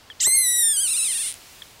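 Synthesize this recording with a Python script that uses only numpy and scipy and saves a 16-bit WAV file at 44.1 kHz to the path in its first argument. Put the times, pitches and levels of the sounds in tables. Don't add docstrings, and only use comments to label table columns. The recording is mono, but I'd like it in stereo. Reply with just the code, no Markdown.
import sys
import numpy as np
from scipy import signal
from scipy.fft import rfft, irfft
from scipy.io import wavfile

SR = 44100
rng = np.random.default_rng(int(sys.argv[2]) if len(sys.argv) > 2 else 0)


def generate_wav(sig):
    pcm = np.round(np.clip(np.atleast_2d(sig).T, -1, 1) * 32767).astype(np.int16)
    wavfile.write(sys.argv[1], SR, pcm)


N = 79380


def amp(db):
    return 10 ** (np.asarray(db) / 20)


def evened(x):
    return x / np.sqrt(np.mean(x ** 2) + 1e-20)


def curve(points, at, axis=1):
    table = np.transpose(points)
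    return np.interp(at, table[0], table[axis])


def colour(points, hz):
    f, value = np.transpose(points)
    return np.interp(np.log(hz + 1), np.log(f), value)


def add(mix, s, sound):
    part = mix[round(s * SR):][:len(sound)]
    part += sound[:len(part)]


def slow_noise(hz):
    return evened(signal.sosfilt(signal.butter(2, hz, fs=SR, output="sos"), rng.standard_normal(N)))


def causal(db):
    cepstrum = irfft(np.log(amp(db)))
    half = cepstrum.shape[-1] // 2
    cepstrum[..., 1:half] *= 2
    cepstrum[..., half + 1:] = 0
    return np.exp(rfft(cepstrum))


# frequency in Hz, likeness from 0 (wide) to 1 (mono).
LIKENESS = [(50, 1), (200, 0.9), (700, 0.58), (2000, 0.68), (6000, 0.02), (14000, 0.27)]

def noise_bed(eq):
    hz = np.fft.rfftfreq(N, 1 / SR)
    left, other = rfft(rng.standard_normal((2, N)))
    likeness = colour(LIKENESS, hz)
    right = likeness * left + np.sqrt(1 - likeness ** 2) * other
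    return evened(irfft(np.array([left, right]) * amp(colour(eq, hz)), N))


# frequency in Hz, relative level in dB.
OUTDOOR_EQ = [(15, -30), (25, -3.5), (101, -2.5), (164, -8), (1080, -8), (1620, -12), (5010, -12),
              (15500, -32)]

def outdoors(level_db=-50.5):
    return amp(level_db) * noise_bed(OUTDOOR_EQ)


# frequency in Hz, relative level in dB.
HISS_EQ = [(800, -13.5), (2500, 1), (5000, 1), (9000, -0.5), (11000, -4), (15500, -5)]
# time in seconds, level in dB.
HISS_FADER = [(0, -60), (.18, -56.5), (.3, -66), (.8, -45.5), (1.3, -41), (1.4, -45.5), (1.6, -46),
              (1.8, -51.5)]

def hiss():
    fader = amp(curve(HISS_FADER, np.arange(N) / SR))
    return fader * noise_bed(HISS_EQ) * amp([[-.5], [.5]])


# start in seconds, length in seconds, whistle pitch in Hz, whistle and knock levels in dB.
WET_TICKS = [(0.101, 0.028, 3406, -35.5, -29), (1.6203, 0.0072, 3580, -29, -35.5)]

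def wet_ticks(sag=.15, rise_s=.00061, knock_hz=1780, knock_t60=.02):
    out = np.zeros(N)
    for start, length, hz, whistle_db, knock_db in WET_TICKS:
        t = np.arange(0, length, 1 / SR)
        cycles = np.cumsum(hz * (1 - sag * t / length)) / SR
        whistle = np.minimum(t / rise_s, 1) * np.sqrt(1 - t / length) * np.sin(2 * np.pi * cycles)
        knock = np.exp(-np.log(1000) * t / knock_t60) * np.sin(2 * np.pi * knock_hz * t)
        add(out, start, amp(whistle_db) * whistle + amp(knock_db) * knock)
    return out


# time in seconds, click rate in Hz.
CLICK_RATE = [(.195, 348), (.201, 830), (.207, 1071), (.217, 924), (.227, 1019), (.235, 1369), (.251, 1818),
              (.273, 2080), (.305, 2044), (.329, 2087), (.353, 2158), (.379, 2075), (.419, 2065),
              (.469, 1955), (.489, 1936), (.517, 1949), (.551, 1917), (.577, 1955), (.593, 1894),
              (.615, 1911), (.639, 1803), (.665, 1840), (.695, 1758), (.721, 1775), (.737, 1644),
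              (.765, 1615), (.773, 1471), (.785, 1559), (.792, 1494), (.802, 1587), (.821, 1636),
              (.833, 1536), (.844, 1579), (.856, 1481), (.866, 1464), (.875, 1358), (.883, 1147),
              (.891, 1386), (.901, 1219), (.909, 1429), (.921, 1310), (.933, 1332), (.941, 1170),
              (.961, 1240), (.969, 1395), (.979, 1426), (.989, 1296), (1.001, 1345), (1.012, 1258),
              (1.019, 1346), (1.045, 1332), (1.051, 1171), (1.057, 1282), (1.063, 1288), (1.089, 1027),
              (1.103, 1079), (1.139, 792.4), (1.149, 950), (1.171, 906), (1.179, 804), (1.209, 934),
              (1.225, 842.7), (1.235, 716.7), (1.253, 682.7), (1.267, 773.3), (1.279, 662.6),
              (1.299, 384.7), (1.314, 182.4), (1.325, 95.5), (1.3413, 25.47)]
# time in seconds, roughness from 0 to 1.
RASP = [(.2, 0.4), (.26, 0.48), (.29, 0.02), (.45, 0.12), (.8, 0.12), (.88, 0.33), (1.1, 0.5), (1.3, 0.3)]

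def larynx(quiver=.004, rasp_quiver=.016, quiver_hz=85):
    t = np.arange(CLICK_RATE[0][0], CLICK_RATE[-1][0], 1 / SR)
    wobble = (quiver + rasp_quiver * curve(RASP, t)) * slow_noise(quiver_hz)[:len(t)]
    cycles = np.cumsum(curve(CLICK_RATE, t) * (1 + wobble)) / SR
    return np.interp(np.arange(cycles[-1] % 1, cycles[-1] + .5), cycles, t)


# time in seconds, gain in dB.
CLICK_FORCE = [(.195, -13), (.1995, -24), (.201, -5), (.206, 2.5), (.238, 2.5), (.253, 1), (.268, 1),
               (.3, 0.5), (.355, 3), (.4, 0.5), (.47, 1), (.7, 0), (.745, -1.5), (.79, 0), (.85, -1),
               (1.0, 0), (1.28, -1), (1.315, -2), (1.342, -4.5)]
# frequency in Hz, gain in dB.
THROAT_EQ = [(500, -60), (900, -45), (1300, -27), (1600, -23.5), (1980, -10), (2400, -13), (2900, -7),
             (4000, -6), (4600, -12), (5600, -9), (6400, -12.5), (7500, -12), (10500, -12), (12200, -11),
             (13500, -15), (15000, -24), (16000, -38)]
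# time in seconds, centre in Hz.
MOUTH_SWEEP = [(.2, 3760), (.207, 6400), (.215, 7900), (.235, 7820), (.247, 6850), (.268, 8040),
               (.295, 9470), (.325, 8600), (.353, 9060), (.372, 9720), (.41, 9650), (.435, 9040),
               (.48, 9350), (.6, 9040), (.7, 9050), (.85, 9320), (1.34, 9700)]
# frequency as a multiple of the centre, gain in dB.
MOUTH_PEAK = [(.6, -0.5), (.72, 3), (.81, 6), (.9, 14.5), (1.0, 19.5), (1.06, 14.5), (1.12, 3.5),
              (1.25, -1)]
# time in seconds, gain in dB.
TREBLE_SHELF = [(.2, -24), (.22, -3), (.25, -2.5), (.29, 8.5), (.34, -1.5), (.38, 8.5), (.435, 4.5),
                (.47, 4.5), (.54, 0.5), (.6, 8), (.66, 2), (.8, 0), (1.1, -3), (1.3, -4.5)]
# frequency in Hz, left over right in dB, left lead in radians.
CRY_IMAGE = [(1520, -0.5, 0.5), (3030, -2, -0.48), (4700, -1.5, -0.7), (5370, 5, 0.66), (7800, 6, 0.56),
             (8000, 3.5, -0.5), (9350, 0.5, -0.9), (10050, -14.5, -2.2), (10300, -14, 1.07),
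             (11340, 16.5, 1), (12570, 2.5, -1.15), (14700, -2.5, 0.8)]
# time in seconds, extra left over right in dB.
PEAK_PAN = [(.2, -7.5), (.33, 4.5), (.42, 10), (.48, -7), (.6, -10), (.68, -1), (.8, -0.5), (1.3, 2.5)]

def frog_cry(jitter_s=1e-5, shimmer_db=1, breath_db=-12, shelf_hz=(8830, 10500)):
    size, lead_in = 256, 24
    times, hz = larynx(), np.fft.rfftfreq(size, 1 / SR)
    chance = rng.standard_normal((N // lead_in, 2 + 2 * len(hz)))[:len(times)]
    rasp = curve(RASP, times)
    times = times + jitter_s * rasp * chance[:, 0]
    force_db = curve(CLICK_FORCE, times) + shimmer_db * rasp * chance[:, 1]
    mouth_db = curve(MOUTH_PEAK, hz / curve(MOUTH_SWEEP, times)[:, None])
    shelf_db = curve(TREBLE_SHELF, times)[:, None] * np.interp(hz, shelf_hz, [0, 1])
    clicks = causal(colour(THROAT_EQ, hz) + mouth_db + shelf_db + force_db[:, None])
    real, imaginary = np.split(chance[:, 2:], 2, axis=1)
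    clicks *= 1 + amp(breath_db) * rasp[:, None] * (real + 1j * imaginary)
    starts = (times * SR).astype(int) - lead_in
    clicks *= np.exp(-2j * np.pi * hz * (times - starts / SR)[:, None])
    slots = (starts[:, None] + np.arange(size)).ravel()
    drift_db = curve(PEAK_PAN, times)[:, None] * mouth_db / mouth_db.max()
    balance_db = curve(CRY_IMAGE, hz) + drift_db
    left_lead = curve(CRY_IMAGE, hz, axis=2)
    channels = []
    for side in (1, -1):
        pan = np.sqrt(2 / (1 + amp(-side * balance_db) ** 2))
        grains = irfft(clicks * pan * np.exp(.5j * side * left_lead))
        channels.append(np.bincount(slots, grains.ravel(), N)[:N])
    return np.array(channels)


# start in seconds, gain in dB, tilt of the ring in dB per octave.
NUDGES = [(.2693, -37, 5), (.2728, -30.5, -0.5), (.3485, -46.5, 5)]
# frequency in Hz, relative level in dB.
BODY_MODES = [(150, -4), (400, 3.5), (640, -4), (850, -7.5), (980, 0), (3000, -16)]

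def handling_bumps(rise_s=.0012, t60=.039, thud_db=-6, thud_hz=1240, pivot_hz=400):
    out, t = np.zeros(N), np.arange(2500) / SR
    envelope = np.minimum(t / rise_s, 1) * np.exp(-np.log(1000) * np.maximum(t - rise_s, 0) / t60)
    for start, gain_db, tilt_db in NUDGES:
        ring = sum(amp(db + tilt_db * np.log2(hz / pivot_hz)) * np.sin(2 * np.pi * hz * t)
                   for hz, db in BODY_MODES)
        thud = amp(thud_db) * slow_noise(thud_hz)[:len(t)]
        add(out, start, amp(gain_db) * envelope * (ring + thud))
    return out * amp([[-1.5], [1.5]])


def reflections(x, level_db=-21, t60=.12):
    t = np.arange(8000) / SR
    tail = rng.standard_normal((2, len(t))) * np.exp(-np.log(1000) * t / t60)
    return amp(level_db) * signal.fftconvolve(x, tail / np.linalg.norm(tail[0]), axes=1)[:, :N]


def scene():
    close = wet_ticks() + frog_cry() + handling_bumps()
    return close + hiss() + reflections(close) + outdoors()


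def record(dry, cutoff_hz=15850):
    lowpass = signal.firwin(511, cutoff_hz, window=("kaiser", 9), fs=SR)
    return signal.oaconvolve(dry, lowpass[None], "same")


dry = scene()
out = record(dry)
generate_wav(out)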